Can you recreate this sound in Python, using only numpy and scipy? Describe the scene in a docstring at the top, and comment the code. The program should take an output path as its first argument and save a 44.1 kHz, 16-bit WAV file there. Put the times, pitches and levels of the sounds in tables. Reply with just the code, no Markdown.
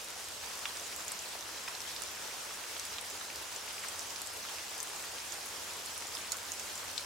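"""Steady rain on a lake in a park, heard from the bank: shaped noise over sparse damped resonances.
It starts a little lighter and picks up within half a second to a wash and hiss of countless far drops.
Nearer drops patter and fizz throughout as short damped rings; fat ones tick on leaves and twigs close by,
and a bough sounds its own note near 1.7 s and again near 3 s. Distant traffic, as low noise, rumbles
underneath; one engine's faint hum, a wavering tone, swells to about 6.5 s. The strongest tick is at 6.3 s."""
import sys
import numpy as np
from scipy import signal
from scipy.fft import rfft, irfft, next_fast_len
from scipy.io import wavfile
from scipy.ndimage import uniform_filter1d, map_coordinates

SR = 44100
rng = np.random.default_rng(int(sys.argv[2]) if len(sys.argv) > 2 else 0)


def pcm_store(signal):
    """Save signal as 16-bit PCM."""
    levels = np.round(np.clip(np.atleast_2d(signal), -1, 1) * 32767)
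    wavfile.write(sys.argv[1], SR, levels.astype(np.int16).T)


N = 310905
TOP_HZ = 15850  # upper limit of the band


def amp(db):
    """Logarithmic level: decibels to an amplitude factor."""
    return 10 ** (np.asarray(db) / 20)


def unit(x):
    """Mean power: scale to rms 1."""
    return x / np.sqrt(np.mean(x ** 2) + 1e-20)


def panned(pan_db):
    """Level-difference stereo: left and right gains; positive leans left."""
    return amp([[pan_db / 2], [-pan_db / 2]])


def along(points, hz):
    """Logarithmic frequency scale: interpolate (Hz, value) points on it."""
    f, v = np.transpose(points)
    return np.interp(np.log(hz + 1), np.log(f + 1), v)


def curves(rows):
    """Linear interpolation in time: one value per sample for each column after the seconds."""
    s, *cols = np.transpose(rows)
    return [np.interp(np.arange(N) / SR, s, c) for c in cols]


def wobble(rate):
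    """Slow random modulation: a smooth curve through `rate` random knots a second."""
    knots = rng.standard_normal(int(N * rate / SR) + 4)
    return map_coordinates(knots, [np.arange(N) * rate / SR])


def filtered(x, response):
    """Linear filtering: multiply the spectrum by a complex response of frequency."""
    n = x.shape[-1]
    m = next_fast_len(n + n // 10)
    return irfft(rfft(x, m) * response(np.fft.rfftfreq(m, 1 / SR)), m)[..., :n]


# Likeness of the two ears in diffuse sound. Each row: frequency in Hz, left-right correlation (0 to 1).
EAR_LIKENESS = [(60, 0.7), (130, 0.88), (290, 0.44), (640, 0.43), (1410, 0.45), (3100, 0.44), (6820, 0.46),
                (15000, 0.65)]


def rush(spectrum, patchy_db):
    """Diffuse field: shaped stereo noise of rms 1, partly alike at both ears, in patches of random gain."""
    z = signal.stft(rng.standard_normal((2, N)), nperseg=512)[2]
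    field = uniform_filter1d(rng.standard_normal(z.shape[1:]), size=7, axis=0)  # blurred over frequency
    field = uniform_filter1d(field, size=9, axis=1)  # and over time
    pair = signal.istft(z * amp(patchy_db * unit(field)), nperseg=512)[1][:, :N]

    def mid_side_response(hz):
        # the more alike the ears, the more mid and the less side
        angle = np.arccos(np.clip(along(EAR_LIKENESS, hz), -1, 1)) / 2
        return amp(along(spectrum, hz)) * [np.cos(angle), np.sin(angle)]

    mid, side = filtered(pair, mid_side_response)
    return unit(np.array([mid + side, mid - side]))


FIRING_HZ = 85.3  # mean pitch of the engine

# Spectrum of the road noise. Each row: frequency in Hz, relative level in dB per Hz.
RUMBLE_SPECTRUM = [(20, -38), (28, -26), (38, -16), (48, -9), (64, 3.5), (82, -1), (105, -1.5), (150, -21),
                   (300, -55)]
# Course of the road, before slight wavering. 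Each row: time in seconds, rumble in dB, engine hum in dB.
ROAD_LEVELS = [(0, -69.5, -73.5), (1.7, -67.5, -76), (4.6, -70, -73), (6.5, -69, -67), (7.05, -68.5, -70)]


def traffic():
    """Noise and tone: a far road rumbles; one engine's wavering firing note swells as it draws nearer."""
    rumble_db, engine_db = curves(ROAD_LEVELS)
    firing_hz = FIRING_HZ + 0.903 * wobble(5.32)
    hum = unit(np.sin(2 * np.pi * np.cumsum(firing_hz) / SR))
    rumble = amp(rumble_db + 0.28 * wobble(3.4)) * rush(RUMBLE_SPECTRUM, patchy_db=1.7)
    return rumble + amp(engine_db + 0.83 * wobble(6)) * hum


def shower(count, centre_hz, spread, cycles, scatter_db, tilt_db, width, size):
    """Random superposition, rms 1: damped rings, each with its own moment, pitch, strength and direction."""
    when, pitch, area, direction, life = rng.random((count, 5)).T[:, :, None]
    hz = np.minimum(centre_hz * np.exp(spread * (2 * pitch - 1)), TOP_HZ)
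    t = np.arange(size) / SR
    nearness_db = -scatter_db * np.log(area + 1 / 40)  # few near and loud, many far and weak
    gain = amp(nearness_db + tilt_db * np.log2(hz / centre_hz))
    index = ((when * N).astype(int) + np.arange(size)).ravel()
    ears = []
    for ear in (-1, 1):
        aside = ear * (2 * direction - 1)
        phase = hz * np.maximum(t - .00005 * (1 + aside), 0)  # in cycles; the ears differ by up to 0.1 ms
        decay = np.exp(-phase / (cycles * (.5 + life)))
        ring = np.sin(2 * np.pi * phase) * decay * (1 - np.exp(-2 * phase))
        ears.append(np.bincount(index, (gain * np.exp(width * aside) * ring).ravel())[:N])
    return unit(np.array(ears))


WASH_DB, HISS_DB = -48, -45.5  # reference levels; each layer is set relative to its own
WASH_PAN_DB, HISS_PAN_DB = 0.2, -0.8  # the hiss lies a little to the right
LULL_DB, PICKUP_S = -2, 0.54  # lighter start, and the time it takes to pick up

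# Spectrum of the far wash. Each row: frequency in Hz, relative level in dB per Hz.
WASH_SPECTRUM = [(60, -18.5), (140, -11.5), (280, -5.5), (500, -0.5), (720, -2), (960, 0.55), (1150, -1),
                 (1400, -0.5), (2000, -3), (3000, -6), (5000, -12), (10000, -23)]
# Spectrum of the far hiss. Each row: frequency in Hz, relative level in dB per Hz.
HISS_SPECTRUM = [(1200, -24), (2600, -2), (4000, -1.5), (5300, 1.5), (6700, 0.5), (8000, -2), (10000, -6),
                 (12500, -10), (15800, -14)]


def lake():
    """Merging of many impacts: far rain is noise, nearer drops plop and fizz; high tones ring in the hiss."""
    lull_db = LULL_DB * np.maximum(1 - np.arange(N) / SR / PICKUP_S, 0)
    strength_db = lull_db + 0.13 * wobble(8.7) + 0.51 * wobble(30)  # one rain strength drives every layer
    wash = amp(0.95) * rush(WASH_SPECTRUM, patchy_db=0.87)
    plops = amp(-9.0) * shower(count=2800, centre_hz=1554, spread=0.915, cycles=1.44,
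                               scatter_db=3.5, tilt_db=2.5, width=0.67, size=600)
    hiss = amp(0.45) * rush(HISS_SPECTRUM, patchy_db=1.5)
    fizz = amp(-10.0) * shower(count=4500, centre_hz=5530, spread=0.76, cycles=1.9,
                               scatter_db=3.0, tilt_db=5.5, width=0.73, size=200)
    # faint longer-ringing high tones in the hiss
    ringing = amp(-10) * shower(count=1800, centre_hz=6400, spread=.7, cycles=35,
                                scatter_db=4.0, tilt_db=1.0, width=1.0, size=900)
    body = amp(WASH_DB) * panned(WASH_PAN_DB) * (wash + plops)
    treble = amp(HISS_DB + 0.38 * wobble(17)) * panned(HISS_PAN_DB) * (hiss + fizz + ringing)
    return amp(strength_db) * (body + treble)


# Decay of the scatter from the trees. Each row: frequency in Hz, time to fall 60 dB in seconds.
TREE_DECAY = [(300, 0.2), (2000, 0.062), (12000, 0.07)]


def trees(x):
    """Multiple scattering: trunks and branches add a short, dull tail of decaying noise."""
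    hz, t, z = signal.stft(rng.standard_normal((2, SR // 4)), SR, nperseg=256)
    decay_db = -60 * t / along(TREE_DECAY, hz)[:, None]
    tail = signal.istft(z * amp(decay_db), SR, nperseg=256)[1]
    return signal.fftconvolve(x, tail / np.linalg.norm(tail[0]), axes=1)[:, :N]


BOUGH_HZ, BOUGH_T60_S = 960, 0.18  # its note, and the time to fall 60 dB

# The few drops that set a bough ringing. Each row: start in seconds, level in dB.
BOUGH_STRIKES = [(1.68, -41), (2.915, -45.5), (2.988, -53)]


def bough():
    """Free damped vibration: a struck bough rings on briefly at one note."""
    strikes = np.array(BOUGH_STRIKES)
    t = np.maximum(np.arange(N) / SR - strikes[:, :1], 0)  # the sine is zero until each strike
    level_db = strikes[:, 1:] - 60 * t / BOUGH_T60_S
    return np.sum(amp(level_db) * np.sin(2 * np.pi * BOUGH_HZ * t), axis=0)


def farther_drips(count, level_db, scatter_db, centre_hz, spread, pan_db, knock_db, spray_db, splash_s):
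    """Random scatter: rows like FAT_DROPS for the weaker drops in the bushes farther off."""
    when, strength, pitch, direction = rng.random((count, 4)).T
    ring_hz = centre_hz * np.exp(spread * (.5 + np.log(np.maximum(pitch, .1))))
    db = level_db + scatter_db * strength ** 2
    pan = pan_db * (2 * direction - 1)
    return np.transpose(np.broadcast_arrays(when * N / SR, db, ring_hz, pan, knock_db, spray_db, splash_s))


SOFT_HZ = 11900  # a soft drop excites little above this
TWIG_HZ, TWIG_Q = 1230, 1  # the dull knock of the wood underneath
# as shares of the break-up time: decay of the ring, rise as the drop flattens, main burst of spray
RING_SHARE, CONTACT_SHARE, BURST_SHARE = 0.16, 0.17, 0.48
DROPLETS_DB = -9  # scattered droplets trail the burst

# Modes of a struck leaf or twig. Each row: multiple of its ring frequency (no unit), relative level in dB.
LEAF_PARTIALS = [(.62, -12.5), (.79, -12.5), (1, 1.5), (1.2, -14), (2.05, -8)]


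def splash(ring_hz, knock_db, spray_db, splash_s, crest):
    """Impact excitation, peak about 1: a drop rings its spot, breaks into spray and knocks the wood."""
    t = np.arange(SR // 45) / SR
    splash_s = max(splash_s, .001)
    rise = 1 - np.exp(-(t / (CONTACT_SHARE * splash_s)) ** 2)
    droplets = amp(DROPLETS_DB) * np.exp(-(t / splash_s) ** 2)
    fall = np.exp(-(t / (BURST_SHARE * splash_s)) ** 2) + droplets

    def mode(f, hz, q):
        # resonance of one mode
        return 1j * f / q / (hz - f * f / hz + 1j * f / q)

    def soft(f):
        # treble loss of a soft impact
        return 1 / np.sqrt(1 + np.square(np.square(f / SOFT_HZ)))

    def burst():
        return rng.standard_normal(len(t)) * rise * fall

    ring = np.zeros(len(t))
    for i, (multiple, db) in enumerate(LEAF_PARTIALS):
        hz = multiple * ring_hz
        if hz < TOP_HZ:
            ring += amp(db) * soft(hz) * np.sin(2 * np.pi * hz * t + np.pi * i)  # signs alternate
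    ring = ring * np.exp(-t / (RING_SHARE * splash_s)) * rise
    spray = filtered(burst(), lambda f: soft(f) * mode(f, 1.13 * ring_hz, 1.25) ** 2)
    knock = filtered(burst(), lambda f: mode(f, TWIG_HZ, TWIG_Q) ** 2)
    tick = unit(ring) + amp(spray_db) * unit(spray) + amp(knock_db) * unit(knock)
    return tick / (crest * np.sqrt(np.sum(tick ** 2) / (splash_s * SR)))


# Fat drops close by. Each row: start in seconds, approximate peak level in dB, ring frequency in Hz,
# left-right difference in dB (positive left), knock of the twig in dB and spray in dB, both relative
# to the ring, break-up time in seconds.
FAT_DROPS = [(0.6548, -21, 2800, 0, -6, -6, 0.0053), (0.762, -34, 1600, -2, -10, -6, .004),
             (0.7715, -26, 5600, -4, -14, 5, .0015), (0.797, -31, 6160, -6, -14, -3, .0033),
             (0.926, -32, 2280, 6, -8, -1, 0.0032), (0.962, -28, 7500, -4, -14, 4, .003),
             (1.081, -23, 6800, 0, -14, 4, 0.003), (1.119, -23, 8200, 0, -9, 3, .003),
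             (1.191, -28, 5900, 3, -14, 4, 0.0033), (1.354, -34, 800, 0, -8, -8, .004),
             (1.409, -30, 6100, -4, -14, -8, .003), (1.677, -31, 2440, -2, -7, 3, 0.0076),
             (1.68, -29, 1450, -2, -3, 1, 0.0064), (1.683, -33, 5200, -2, -14, -5, .007),
             (1.75, -31, 4100, -8, -6, 6, .005), (1.804, -28, 4700, 6, -14, 10, 0.003),
             (1.817, -30, 4500, 0, -14, 2, .003), (1.963, -27, 4260, 1, -14, 6, .0034),
             (2.0195, -27, 7000, -10, -3, 6, 0.0051), (2.0362, -25, 5500, 9, -7, 2, .0014),
             (2.639, -33, 2500, 0, -12, -3, .003), (2.765, -29, 2750, -4, 0, 4, 0.0027),
             (2.7955, -25.5, 5400, 3, -18, 14, .0045), (2.852, -28, 8000, 0, -16, 0, .003),
             (2.9838, -26, 3650, -6, -11, -11, .003), (2.986, -37, 2550, -2, -10, 0, .009),
             (3.012, -29, 10200, 7, -18, -2, .002), (3.211, -31.5, 1540, 6, -12, -13, 0.0047),
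             (3.301, -31.5, 2180, 3, -9, 4, 0.004), (3.3587, -25.5, 6200, -6, -16, 3, .0013),
             (3.562, -28.5, 7100, 8, -12, -4, .003), (3.679, -31, 2700, 3, -12, -5, .0036),
             (3.707, -34, 2850, 0, -10, -2, .0045), (3.781, -32.5, 2650, 5, -16, -3, .004),
             (3.836, -32, 1900, 4, -18, -6, .003), (3.84, -28.5, 1500, 4, 2, 0, 0.0017),
             (3.8465, -30, 1620, 4, -14, -10, .004), (3.885, -27.5, 8540, -8, -16, -2, .003),
             (3.993, -25.5, 6100, -7, -24, 2, 0.0025), (4.105, -30, 6500, 0, -16, 3, .003),
             (4.16, -27.5, 4600, -4, -16, 5, .0034), (4.217, -26, 7400, 4, -14, 11, .003),
             (4.262, -31, 8000, 0, -18, 0, .003), (4.272, -29, 7600, 9, -16, -2, 0.0027),
             (4.45, -32, 1200, 2, -10, -6, .004), (4.487, -31.5, 2800, -5, -12, -4, .0036),
             (4.584, -31.5, 2800, -5, -12, 0, .0036), (4.7805, -27, 8850, -5, -20, -8, .0017),
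             (4.8026, -24, 6460, 9, -24, -1, 0.0028), (4.8293, -23.5, 8400, 10, -18, -2, .0018),
             (4.9616, -27.5, 8000, -6, -16, -4, .0016), (5.024, -31, 8000, 2, -16, -9, .003),
             (5.038, -33, 2500, 1, -12, -4, .0036), (5.183, -31, 3000, 0, -14, -3, .003),
             (5.201, -32.5, 4800, -2, -16, 8, 0.0038), (5.3218, -26, 6800, -10, -22, -5, .0024),
             (5.46, -32, 11000, 2, -16, 0, .004), (5.86, -28.5, 7200, -7, -16, 2, 0.0028),
             (5.978, -27, 9300, -3, -18, -2, 0.0027), (6.022, -32, 2500, 6, -8, 0, 0.0044),
             (6.053, -36, 2900, 0, -18, -4, .0035), (6.07, -29.5, 6700, 4, -16, -2, .003),
             (6.151, -29, 5300, -10, -16, -5, .0045), (6.17, -29, 3430, -2, -16, -3, .0035),
             (6.206, -34, 2900, 0, -18, -6, 0.0032), (6.247, -34, 2400, 2, -14, -2, .0035),
             (6.3195, -18.5, 6880, -6, -21, 1, 0.0039), (6.321, -27.5, 4170, -6, -12, -4, 0.0043),
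             (6.343, -31, 1140, 3, -6, -6, 0.0037), (6.369, -30, 8100, 6, -18, 2, .003),
             (6.385, -33, 3000, 0, -14, 4, .003), (6.519, -22.5, 6640, -8, -28, -6, .003),
             (6.538, -33, 8500, 0, -18, 0, .003), (6.597, -26, 6600, -8, -18, -1, 0.0021),
             (6.755, -29, 7340, 3, -18, -3, .003), (6.778, -27, 5600, 0, -14, 6, .0016),
             (6.832, -32.5, 1020, 3, -6, -4, .004), (6.846, -35, 900, 2, -6, -2, 0.0043),
             (6.9783, -20.5, 3960, 6.5, -26, 0, .0044)]


def drips(rows):
    """Superposition: each row adds one splash at its own moment, level and direction."""
    out = np.zeros((2, N + SR))
    for s, db, ring_hz, pan_db, knock_db, spray_db, splash_s in rows:
        tick = splash(ring_hz, knock_db, spray_db, splash_s, crest=3.59)
        start = max(round(s * SR), 0)
        out[:, start:start + len(tick)] += amp(db) * panned(pan_db) * tick
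    return out[:, :N]


def scene():
    """Linear superposition of road, lake, and drops on leaves and wet wood with their scatter."""
    on_leaves = farther_drips(count=190, level_db=-36, scatter_db=5.0, centre_hz=7200, spread=0.38,
                              pan_db=5, knock_db=-14, spray_db=5, splash_s=.0016)
    on_wood = farther_drips(count=14, level_db=-35, scatter_db=2.0, centre_hz=1460, spread=0.31,
                            pan_db=3, knock_db=-1, spray_db=-3, splash_s=0.0033)
    ticks = bough() + drips(on_leaves) + drips(on_wood) + drips(FAT_DROPS)
    return traffic() + lake() + ticks + amp(-3) * trees(ticks)


def record(dry):
    """Band limiting: an ideal low-pass removes everything from TOP_HZ upward."""
    return filtered(dry, lambda hz: hz < TOP_HZ)


dry = scene()
out = record(dry)
pcm_store(out)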